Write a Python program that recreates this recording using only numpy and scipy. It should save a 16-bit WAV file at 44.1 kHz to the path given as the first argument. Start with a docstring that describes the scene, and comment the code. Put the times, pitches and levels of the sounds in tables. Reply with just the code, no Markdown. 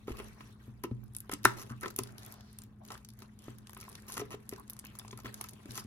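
"""In a quiet room, fingers pick at tight shrink-wrap on a small cardboard box, close to two microphones.
Wrinkles of the film buckle with bright ticks and its blisters pop; nails and skin scrape and rustle by
stick-slip friction. Taps excite the hollow of the box, and once a nail slips off the edge, so that the
face springs back with a loud snap. The box knocks dully on the table; a low hum fills the room."""
import sys
import numpy as np
from scipy import signal
from scipy.fft import rfft, irfft
from scipy.io import wavfile
from scipy.ndimage import uniform_filter1d

SR = 44100
rng = np.random.default_rng(int(sys.argv[2]) if len(sys.argv) > 2 else 0)


def master(y):
    """Save y as 16-bit WAV."""
    cut = np.clip(np.atleast_2d(y).T, -1, 1)
    pcm = np.round(cut * 32767)  # scale
    wavfile.write(sys.argv[1], SR, pcm.astype(np.int16))


N = 258426
TIME = np.arange(N) / SR

# spectra of the card under a nail and of the rustling film: frequency_hz, relative_db
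CARD_SPECTRUM = [(150, -13.5), (380, 0), (560, -9), (780, -5), (1000, 7), (1140, -1.5), (1300, 6.5),
                 (1520, -9.5), (1900, -1), (2600, -6.5), (4000, -10.5), (7000, -26)]
FILM_SPECTRUM = [(1000, -20.5), (2500, -7.5), (4000, -1.5), (6300, -2.5), (8300, -10.5), (10500, -1.5),
                 (12500, -8.5), (14000, -6), (16500, -28.5)]
# the snap of the box face as the nail slips off: time_s, peak_db
SNAP = (1.455, -3)


def film_ticks(strays, span_s=0.0042):
    """Buckling: each wrinkle gives a bright tick at its own pitch and a broader, lower crack."""
    # the clearest wrinkles: start_s, level_db, crack_relative_db, pitch_hz
    wrinkles = [(0.1703, -54, -1, 13200), (0.8374, -42, -5, 12300), (0.84, -50, -3, 10600),
                (1.039, -57, -15, 13900), (1.1358, -60, -19.5, 10300), (1.1495, -46, -5, 9460),
                (1.166, -34.5, -16, 10100), (1.1852, -47, -13, 10400), (1.2042, -41.5, -11.5, 11000),
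                (1.294, -54.5, -1, 10700), (1.316, -40.5, -5, 10000), (1.3242, -43, -2, 11000),
                (1.3369, -35.5, -2.5, 9500), (1.4323, -53, -2.5, 11900), (1.4415, -49, 5, 13000),
                (1.4518, -22.5, -3.5, 9950), (1.595, -59, 2, 11900), (1.6337, -58, 2, 11200),
                (1.701, -63.0, 7.5, 10300), (1.8107, -46.5, -9.5, 10700), (1.8188, -55, -7.5, 10200),
                (1.831, -49.5, -5, 10200), (1.8342, -51, 2, 12900), (1.8596, -64, 5, 9300),
                (1.8807, -56, 11, 10700), (1.9032, -53.5, 0.5, 10500), (1.9078, -50, -5, 13900),
                (1.9628, -35.0, -11, 12300), (1.978, -51.5, -23, 11000), (1.9884, -30.5, -3.5, 11200),
                (2.0351, -40, -5, 10500), (2.0728, -60, 6.5, 10800), (2.1818, -50.5, 1.5, 10500),
                (2.1927, -56.5, -7, 10800), (2.263, -48, -7, 12900), (2.3233, -47, -6.0, 11900),
                (2.3402, -54, -3.0, 13700), (2.408, -63.5, 7.5, 12500), (2.5297, -58.5, -10, 9800),
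                (2.5872, -44.5, -8, 9800), (2.619, -53, -2.5, 8540), (2.6367, -53, -6.5, 13560),
                (2.8508, -57, -0.5, 13500), (2.8783, -57, -14, 10800), (2.8853, -63, 9.5, 9300),
                (2.9044, -60.5, 9.0, 10600), (2.9192, -54.5, 7.5, 9600), (2.9418, -62, 8.0, 9900),
                (2.977, -61, 3, 11900), (3.0481, -56, 5, 11420), (3.0883, -52, -2.5, 10600),
                (3.1029, -62.5, 4.5, 10700), (3.136, -61.5, -6.5, 10940), (3.1905, -51, -9.5, 14700),
                (3.2203, -64.5, 9, 10650), (3.228, -60, -2.5, 11000), (3.39, -59.5, 1.5, 9850),
                (3.585, -55.0, -6, 11300), (3.6707, -58.5, 3.5, 9600), (3.6953, -52.5, -7, 9900),
                (3.706, -58, -4, 13600), (3.7323, -50.5, -8, 12800), (3.7476, -53, -4, 9600),
                (3.7747, -50.5, -16, 10500), (3.8018, -56, 5, 10400), (3.811, -49.5, -0.5, 10900),
                (3.8165, -52.5, -2, 11100), (3.8906, -51.5, -18, 11300), (3.8972, -51, -11.5, 10000),
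                (3.928, -55.5, -2, 9100), (3.953, -50.5, 4.5, 9800), (4.0675, -59.5, -7.0, 14000),
                (4.087, -49, -10, 14500), (4.1021, -48, -6, 12300), (4.1216, -43, -1.5, 10100),
                (4.1286, -48, -1, 10500), (4.1409, -42.5, -5, 10000), (4.1687, -49.0, 4, 9700),
                (4.1938, -58, -9, 11000), (4.4923, -39, -6, 11000), (4.535, -55, 3, 10900),
                (4.561, -61, 6, 9900), (4.5821, -60, -11, 12300), (4.598, -52.5, -12, 11200),
                (4.679, -59, -2, 9000), (4.6987, -38, -11.5, 13300), (4.7046, -44.5, -13.5, 11300),
                (4.7333, -47.5, -8, 10800), (4.7664, -57, -2, 9500), (4.7912, -44, -7.5, 9100),
                (4.7954, -46.5, -6, 9700), (4.8504, -49, -5.5, 11300), (4.8683, -52.5, -2, 13500),
                (4.9528, -56.5, 1, 14100), (4.9887, -41, -12, 10000), (4.992, -49, -8.0, 12200),
                (4.996, -58, 6.5, 10900), (5.0797, -55, 4.0, 7900), (5.127, -66, 5.0, 11900),
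                (5.175, -48.5, -6, 10400), (5.188, -60.5, 2, 11600), (5.2015, -58.0, 4, 11700),
                (5.2349, -59.5, -6.5, 14200), (5.2486, -53.0, -12, 15200), (5.2596, -65, 7, 10600),
                (5.3423, -42.5, -3.5, 9800), (5.4121, -36.5, -6.5, 10600), (5.4408, -46, -0.5, 12600),
                (5.4874, -49.5, 0.5, 12300), (5.4925, -47.5, -5, 9600), (5.5101, -54, -19, 13700),
                (5.534, -54, -3.0, 9900), (5.7081, -51.5, 6.5, 10000), (5.7183, -51.0, 0, 11200),
                (5.7352, -56, -14, 12800), (5.7564, -47.5, -1, 10500), (5.7659, -50, -5.0, 12400),
                (5.7762, -42.5, 4, 11900), (5.787, -51, -12, 10600), (5.797, -52, -11, 11500)]
    # spectrum of a tick: pitch_ratio, relative_db
    tick_shape = [(0.198, -54.5), (0.572, -31.5), (0.8, -5.5), (0.942, 1), (1.05, 2.5), (1.18, -5),
                  (1.38, -5.5), (1.572, -18)]
    # spectrum of a crack: frequency_hz, relative_db
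    crack_shape = [(300, -24.5), (1200, -7), (2500, -6), (4000, 1), (6300, 4), (8000, -4.5), (11000, -22.5)]
    out = np.zeros((2, N))
    for start, db, crack_db, pitch_hz in wrinkles + strays:
        release = burst(decay_s=.0007, scatter_db=-3, apart=.6)
        tick = colour(release, [(ratio * pitch_hz, level) for ratio, level in tick_shape])
        stretch = rng.uniform(.8, 1.2)
        rasp = burst(decay_s=0.0022, scatter_db=8, apart=1.2)
        crack = colour(rasp, [(hz * stretch, level) for hz, level in crack_shape])
        add(out, start, sized(tick, db, span_s) + sized(crack, db + crack_db, span_s))
    return out


def stray_wrinkles(on_film, per_s=22, above_drag_db=3, scatter_db=3.5, crack_db=-1.5, pitch_hz=10100):
    """A Poisson process: rows for film_ticks at random times, louder as the film is dragged harder."""
    onsets = np.flatnonzero(rng.random(N) < per_s / SR)
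    db = 20 * np.log10(on_film) + above_drag_db + scatter_db * rng.standard_normal(N)
    return [(i / SR, db[i], crack_db, pitch_hz * (1 + 0.11 * rng.uniform(-1, 1))) for i in onsets]


def blister_pops(span_s=0.0041):
    """Snap-through: a loose patch of film flips with a rasp, in three modes that the finger damps."""
    # blisters popping against the card: start_s, level_db, pitch_hz
    blisters = [(1.034, -61.5, 1260), (1.296, -40.5, 1400), (1.318, -39.5, 1410), (1.7, -53.5, 1260),
                (1.8334, -40.5, 1510), (1.859, -42, 1400), (1.906, -50, 1370), (2.953, -47, 1227),
                (3.671, -54, 3505), (3.695, -50.5, 1280), (3.733, -52, 1100), (3.769, -49, 1050),
                (3.829, -50.5, 2300), (3.83, -58, 4400), (3.881, -47, 1040), (4.098, -45.5, 1030),
                (4.17, -41.5, 1004), (4.539, -51, 1340), (4.727, -60, 1100), (4.766, -59.5, 1165),
                (4.843, -51.5, 1160), (4.857, -48.5, 2770), (4.953, -53.5, 1160), (4.996, -45.5, 3600),
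                (5.002, -55.5, 1250), (5.016, -56, 1050), (5.049, -48.5, 1090), (5.081, -57, 1080),
                (5.109, -50.5, 3430), (5.113, -49.5, 6000), (5.19, -50, 890), (5.258, -40, 2090),
                (5.443, -46, 1330)]
    out = np.zeros((2, N))
    for start, db, hz in blisters:
        t60 = 11 / hz + .0015
        second_hz, third_hz = hz * rng.uniform(1.15, 1.5), hz * rng.uniform(1.8, 2.6)
        patch = ring([(hz, 0, t60), (second_hz, -5, t60), (third_hz, -9, t60 / 2)], size=2048)
        pop = signal.fftconvolve(burst(decay_s=0.0011, scatter_db=5.5), patch[None], axes=1)
        add(out, start, sized(pop, db, span_s))
    return out


def face_snap(size=6000):
    """Free vibration: the released box face springs back, and its modes ring off and stir the room."""
    # modes of the card face: frequency_hz, relative_db, t60_s
    modes = [(380, -18, .026), (620, -25, .024), (935, -3.5, .018), (1360, 0, .023), (1530, -8, .024),
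             (1782, -5, .022), (2150, -15, .02), (2517, -19, .016), (3810, -17, .014), (4046, -17, .012)]
    snap_s, peak_db = SNAP
    t = np.arange(-size, size) / SR
    swing = np.exp(-(np.minimum(t, 0) / .0012) ** 2)  # rises in about a millisecond
    age = np.maximum(t, 0)
    face = swing * sum(gain_of(db - 60 * age / t60) * np.sin(2 * np.pi * hz * t) for hz, db, t60 in modes)
    out = np.zeros((2, N))
    add(out, snap_s + t[0], mic_pair(gain_of(peak_db) * face / abs(face).max(), lag_samples=3))
    return out + reverberation(out, tail_db=-27.5, early_db=-27)


def snap_tail(level_db=-37, fade_db_per_s=230, length_s=.14):
    """Exponential decay: a short, grainy crunch near 1.4 kHz fades after the snap."""
    # spectrum of the crunch: frequency_hz, relative_db
    spectrum = [(300, -19.5), (800, -14.5), (1150, -8), (1400, 2), (1750, -1), (2600, -11), (4000, -13),
                (7000, -17), (12000, -23)]
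    t = np.arange(round(length_s * SR)) / SR
    crunch = colour(stick_slip(per_s=900, spread_db=0.5, hiss_db=-6.5), spectrum)[:, :len(t)]
    out = np.zeros((2, N))
    add(out, SNAP[0], unit_rms(crunch) * gain_of(level_db - fade_db_per_s * t))
    return out


def box_taps(contact_s=.0012, span_s=0.0097, size=4096):
    """Impact: a fingertip sounds the cavity and the walls, whose modes the grip shifts; the nail clacks."""
    # fingers meeting the box: start_s, knock_db, pitch_hz, t60_s, nail_db
    taps = [(0.081, -37, 415, 0.022, -47), (0.105, -40.5, 347, 0.025, -54), (0.2, -40.5, 405, 0.026, -46),
            (0.407, -59, 320, 0.024, -49), (0.838, -43.5, 395, 0.03, -40), (0.8451, -35, 343, 0.058, -49.5),
            (0.912, -48.5, 354, 0.027, -60.5), (1.295, -46, 420, 0.025, -54.5),
            (1.333, -39.5, 285, 0.052, -42), (1.833, -43.5, 380, 0.04, -47.5),
            (1.859, -41, 360, 0.043, -38), (1.989, -34, 375, 0.022, -38), (2.904, -53, 444, 0.034, -46),
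            (3.221, -56.5, 374, .025, -53), (3.482, -42, 324, 0.011, -53), (3.767, -56.5, 390, 0.024, -51),
            (4.17, -64, 513, 0.011, -46), (4.198, -41, 403, 0.018, -47), (4.215, -35.5, 419, 0.07, -46),
            (4.342, -42, 415, 0.029, -53), (4.526, -39.5, 395, 0.033, -52.5), (4.841, -55, 278, 0.03, -57),
            (5.129, -48.5, 403, 0.028, -48.5), (5.246, -45.5, 327, 0.023, -53.5),
            (5.411, -69, 337, 0.017, -44.5), (5.446, -70, 503, 0.027, -53), (5.657, -46.5, 298, 0.032, -57),
            (5.779, -52.5, 290, 0.016, -42)]
    out, t = np.zeros((2, N)), np.arange(size) / SR
    onset = 1 - np.exp(-t / contact_s)
    for start, knock_db, hz, t60, nail_db in taps:
        lower, upper = rng.uniform(0.7, .8), rng.uniform(1.1, 1.8)
        knock = onset * ring([(hz, 0, t60), (hz * lower, -8, t60), (hz * upper, -14, t60)], size)
        clack = colour(burst(decay_s=0.0044, scatter_db=4.5), CARD_SPECTRUM)
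        add(out, start, mic_pair(sized(knock, knock_db, span_s)))
        add(out, start, sized(clack, nail_db, span_s))
    return out


def nail_scrapes(film_trim_db=-1):
    """Stick-slip: a dragged nail catches and lets go hundreds of times a second, shaking card and film."""
    # strokes of the nail: start_s, end_s, card_db, film_db
    strokes = [(0.071, 0.13, -49, -59.5), (0.179, 0.202, -46.5, -65), (0.834, 0.862, -49.5, -65),
               (1.311, 1.359, -46.5, -72), (1.448, 1.46, -23.5, -32.5), (1.566, 1.636, -50.5, -50),
               (1.694, 1.726, -56, -65.5), (1.814, 1.89, -51, -59), (1.981, 2.01, -49, -57),
               (2.907, 2.952, -50.5, -61.5), (3.773, 3.865, -59, -86), (4.076, 4.186, -52, -52),
               (4.168, 4.216, -42, -46.5), (4.305, 4.354, -47, -58), (4.513, 4.541, -52.5, -59),
               (4.934, 5.065, -66, -79), (5.175, 5.213, -57, -72), (5.246, 5.27, -44.5, -60),
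               (5.75, 5.811, -54.5, -49)]
    on_card, on_film = np.zeros((2, N))
    for start, end, card_db, film_db in strokes:
        stroke = signal.windows.tukey(round((end - start) * SR), 0.099)
        add(on_card, start, gain_of(card_db) * stroke)
        add(on_film, start, gain_of(film_db) * stroke)
    friction = stick_slip(per_s=800, spread_db=4, hiss_db=-6)
    card = colour(friction * on_card, CARD_SPECTRUM)
    film = colour(friction * on_film, FILM_SPECTRUM)
    return moving_contact(card + gain_of(film_trim_db) * film, depth_db=3)


def finger_drag(rise_share=0.32, fall_share=0.36):
    """Frictional drive: envelopes for card and film, from a creeping grip and slides that swell and fade."""
    # creep of the grip: time_s, card_db
    grip = [(0, -60), (0.55, -67.5), (0.79, -67.5), (1.03, -69.5), (1.26, -63), (1.45, -62), (1.95, -60),
            (2.75, -72), (3.35, -67), (3.9, -59), (4.45, -62), (5.2, -62.5), (5.6, -57), (5.86, -58)]
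    # slides of a fingertip: start_s, length_s, card_db, film_db
    slides = [(0.086, 0.28, -52.5, -67.5), (0.338, 0.23, -59, -70), (0.579, 0.15, -63.5, -77),
              (1.454, 0.095, -65, -55), (1.522, 0.18, -53.5, -77), (2.005, 0.13, -57.5, -75),
              (2.152, 0.23, -54, -63.5), (2.388, 0.34, -65, -85), (2.823, .21, -56.5, -64.5),
              (3.164, 0.11, -63, -70.5), (3.392, 0.18, -62, -66), (3.768, 0.29, -62, -66.5),
              (4.04, 0.29, -64.5, -79), (4.53, 0.073, -60, -73), (4.818, 0.42, -65, -78),
              (5.244, 0.075, -48, -90), (5.309, 0.19, -57, -61.5), (5.669, 0.18, -53.5, -58)]
    creep = gain_of(np.interp(TIME, *np.transpose(grip)))
    drag = np.array([creep, gain_of(-14) * creep])  # the film takes a small share
    for start, length, card_db, film_db in slides:
        progress = np.linspace(0, 1, round(length * SR))
        swell = np.minimum(np.minimum(progress / rise_share, (1 - progress) / fall_share), 1)
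        add(drag, start, gain_of([[card_db], [film_db]]) * swell)
    return drag


def skin_rubbing(on_card, on_film, rustle_gain_db=-5, prickle_gain_db=-6):
    """Sliding friction: skin on the wrap makes a soft rustle, and stray wrinkles prickle."""
    # the card under a soft pad, flatter than under a nail: frequency_hz, relative_db
    skin_spectrum = [(150, -8.5), (380, 2.5), (620, -3.5), (900, -2.5), (1100, -0.5), (1400, -2.5),
                     (1900, -4.5), (2700, -8), (4000, -11), (7000, -24)]
    friction = stick_slip(per_s=370, spread_db=0.5, hiss_db=6)
    rustle = colour(friction * on_card, skin_spectrum) + colour(friction * on_film, FILM_SPECTRUM)
    prickle = colour(stick_slip(per_s=45, spread_db=3, hiss_db=-40) * on_film, FILM_SPECTRUM)
    rubbing = gain_of(rustle_gain_db) * rustle + gain_of(prickle_gain_db) * prickle
    return moving_contact(rubbing, depth_db=4)


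def singing_glides(relative_half_width=.22):
    """Forced resonance: friction feeds one broad mode of the stretched patch under the finger."""
    # glides of skin or nail: start_s, end_s, level_db, pitch_hz
    glides = [(1.691, 1.748, -52.5, 1280), (1.826, 1.857, -40, 1400), (1.834, 1.89, -45, 427),
              (2.03, 2.52, -69, 1350), (2.044, 2.5, -68, 700), (2.237, 2.622, -70, 4630),
              (2.802, 2.845, -59.5, 734), (2.903, 2.935, -48, 984), (3.372, 3.552, -69, 3200),
              (3.436, 3.558, -72, 1770), (4.044, 4.22, -60, 1100), (4.572, 4.622, -55, 1050),
              (4.832, 4.936, -63.5, 2800), (4.93, 5.2, -69, 1100), (5.263, 5.31, -62.5, 3730),
              (5.767, 5.811, -56.5, 3360)]
    out, friction = np.zeros((2, N)), stick_slip(per_s=420, spread_db=3, hiss_db=-3.5)
    for start, end, db, hz in glides:
        drag = friction[:, round(start * SR):round(end * SR)]
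        size = drag.shape[1]
        detuning = (np.fft.rfftfreq(size, 1 / SR) / hz - 1) / relative_half_width
        voiced = irfft(rfft(drag) / (1 + detuning ** 2), size)
        add(out, start, gain_of(db) * unit_rms(voiced) * signal.windows.tukey(size, .5))
    return out


def table_bumps():
    """Modal response: soft blows sound the low modes of the table, which sways once as the box lifts."""
    # modes of the table: frequency_hz, relative_db, t60_s
    modes = [(121.8, -3, 0.24), (231, 0, 0.062), (347, -18.5, 0.015)]
    # blows of the box: start_s, level_db
    blows = [(0.094, -36), (0.114, -41), (0.68, -37), (0.9145, -25), (1.4585, -26.5), (1.7084, -31),
             (1.722, -39), (2.008, -32.5), (3.492, -39.5), (4.188, -35), (5.131, -37.5), (5.254, -39),
             (5.69, -36), (5.848, -38.5)]
    # the sway: start_s, peak_db, pitch_hz, t60_s
    sway = (0.113, -35, 58, .11)
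    out = np.zeros(N)
    thud = np.convolve(ring(modes), signal.windows.hann(64) / 32)  # soft contact spreads the force
    for start, db in blows:
        add(out, start, -gain_of(db) * thud)
    out = signal.sosfilt(signal.butter(2, 45, "high", fs=SR, output="sos"), out)
    start, db, hz, t60 = sway
    add(out, start, gain_of(db) * ring([(hz, 0, t60)]))
    return mic_pair(out)


def reverberation(x, tail_db=-16, early_db=-15):
    """Reflection: quick echoes from the table and things on it, then a short diffuse tail."""
    # decay of the room: frequency_hz, t60_s
    decay = [(100, 1), (400, 0.4), (1500, 0.21), (5000, 0.21), (10000, 0.12), (16000, 0.091)]
    hz, t, spectra = signal.stft(rng.standard_normal((2, SR // 2)), SR, nperseg=256)
    tail = signal.istft(spectra * gain_of(-60 * t / curve_at(decay, hz)[:, None]), SR, nperseg=256)[1]
    t = np.arange(tail.shape[1]) / SR
    tail *= np.clip((t - .004) / 0.0039, 0, 1)
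    echoes = rng.standard_normal(tail.shape) * (rng.random(tail.shape) < .05)
    early = echoes * np.exp(-t / 0.0069) * (t > .002)
    response = sized(tail, tail_db, 1 / SR) + sized(early, early_db, 1 / SR)
    return signal.fftconvolve(x, response, axes=1)[:, :N]


def room_hum(hush_db=-62.5, apart=0.28):
    """Stationary noise: a hush, a low drone and steady tones, nearly coherent at the two microphones."""
    # bands of the drone: centre_hz, half_width_hz, rms_db
    bands = [(62, 17, -67), (105, 13, -61.5), (222, 29, -66.5)]
    # steady tones: frequency_hz, rms_db
    tones = [(60, -67.5), (119.8, -62), (211.6, -60.5)]
    # spectrum of the hush: frequency_hz, relative_db
    hush_spectrum = [(12, -40.5), (26, -14.5), (128, 1.5), (233, -5.5), (424, -13.5), (541, -27),
                     (751, -22), (1440, -27), (2490, -45), (5960, -59.5), (13500, -51)]
    hz = np.fft.rfftfreq(N, 1 / SR)
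    def noise(gain):
        white = rng.standard_normal((3, N))
        return unit_rms(irfft(rfft(white[0] + apart * white[1:]) * gain, N))
    drone = sum(gain_of(db) * noise(1 / (1 + ((hz - f) / width) ** 2)) for f, width, db in bands)
    hum = sum(gain_of(db) * np.sqrt(2) * np.sin(2 * np.pi * (f * TIME + rng.random())) for f, db in tones)
    return drone + hum + gain_of(hush_db) * noise(gain_of(curve_at(hush_spectrum, hz)))


def burst(decay_s, scatter_db, apart=0.86, size=1024):
    """Scattering: an impulse spreads through film, hands and box, partly unlike at each microphone."""
    t = np.arange(size) / SR
    onset = 1 - np.exp(-t / .0004)
    paths = rng.standard_normal((3, size)) * np.exp(-t / decay_s) * onset
    scatter = mic_pair(paths[0]) + apart * paths[1:]
    direct = mic_pair(signal.unit_impulse(size))
    return direct + gain_of(scatter_db) * scatter / np.linalg.norm(scatter[0])


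def stick_slip(per_s, spread_db, hiss_db):
    """Stick-slip friction: a random train of tiny releases of uneven strength over a smooth hiss."""
    strength = gain_of(spread_db * np.minimum(rng.exponential(1, N), 3.5)) * rng.choice([-1, 1], N)
    train = unit_rms(strength * (rng.random(N) < per_s / SR))
    grains = signal.oaconvolve(train[None], burst(decay_s=0.00079, scatter_db=8), axes=1)[:, :N]
    return unit_rms(unit_rms(grains) + gain_of(hiss_db) * rng.standard_normal((2, N)))


def moving_contact(x, depth_db):
    """Spectral modulation: as the contact moves, resonances come and go in patches of time and pitch."""
    spectra = signal.stft(x, SR, nperseg=256)[2]
    field = uniform_filter1d(rng.standard_normal(spectra.shape[1:]), size=5, axis=0)
    field = uniform_filter1d(field, size=6, axis=1)
    gain = unit_rms(gain_of(depth_db * unit_rms(field)))
    return signal.istft(spectra * gain, SR, nperseg=256)[1][:, :N]


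def ring(modes, size=12000):
    """Damped modes (frequency_hz, relative_db, t60_s) struck together, with a peak of one."""
    t = np.arange(size) / SR
    x = sum(gain_of(db - 60 * t / t60) * np.sin(2 * np.pi * hz * t) for hz, db, t60 in modes)
    return x / abs(x).max()


def colour(x, spectrum, size=4096):
    """Minimum-phase filtering, with unit energy and the given spectrum."""
    log_gain = np.log(gain_of(curve_at(spectrum, abs(np.fft.fftfreq(size, 1 / SR)))))
    taps = np.fft.ifft(np.exp(signal.hilbert(log_gain).conj())).real[:size // 2]
    return signal.oaconvolve(np.atleast_2d(x), taps[None] / np.linalg.norm(taps), axes=1)[:, :x.shape[-1]]


def mic_pair(x, lag_samples=5):
    """Path difference: the sound reaches the right microphone just after the left."""
    return np.array([x, np.roll(x, lag_samples)])


def gain_of(db):
    """Decibels to amplitude."""
    return 10 ** (np.asarray(db) / 20)


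def unit_rms(x):
    """Normalisation to an rms of one."""
    return x / np.sqrt(np.mean(x ** 2) + 1e-20)


def sized(x, db, span_s):
    """Equal energy: scales a short sound to match a level db held for span_s."""
    return x * gain_of(db) * np.sqrt(span_s * SR / (np.sum(x ** 2, -1, keepdims=True) + 1e-20))


def curve_at(points, hz):
    """Interpolation of a table on a log-frequency axis."""
    f, value = np.transpose(points)
    return np.interp(np.log(hz + 1), np.log(f + 1), value)


def add(mix, start_s, sound):
    """Superposition: mixes a sound in at start_s."""
    part = mix[..., max(0, round(start_s * SR)):][..., :sound.shape[-1]]
    part += sound[..., :part.shape[-1]]


def scene():
    """Superposition: the direct sound of film and box, its reverberation and the hum of the room."""
    on_card, on_film = finger_drag()
    background = room_hum()
    box = box_taps() + nail_scrapes() + singing_glides() + skin_rubbing(on_card, on_film)
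    box += face_snap() + snap_tail() + table_bumps()
    film = blister_pops() + film_ticks(stray_wrinkles(on_film))
    return film + box + reverberation(film + box) + background


def record(dry, cutoff_hz=16400):
    """Diffraction: the camera body shades and delays sound between its microphones; a low-pass follows."""
    # effect of the body: frequency_hz, left_minus_right_db, right_lead_rad
    housing = [(100, 1, 0), (2384, 2, 0), (3400, 2.5, 0.5), (4700, 1.5, 0), (6530, 5, 0), (8960, 7.5, 3.5),
               (9430, -5, 5.5), (10230, 0, 7), (13000, 0.5, 10.5), (14200, .5, 14.5), (16400, .5, 15)]
    hz = np.fft.rfftfreq(N, 1 / SR)
    f, balance_db, lead_rad = np.transpose(housing)
    left_gain = gain_of(np.interp(hz, f, balance_db) / 2) * np.exp(-.5j * np.interp(hz, f, lead_rad))
    heard = irfft(rfft(dry) * np.array([left_gain, 1 / left_gain]), N)
    low_pass = signal.firwin(511, cutoff_hz, window=("kaiser", 9), fs=SR)
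    return signal.oaconvolve(heard, low_pass[None], "same")


dry = scene()
out = record(dry)
master(out)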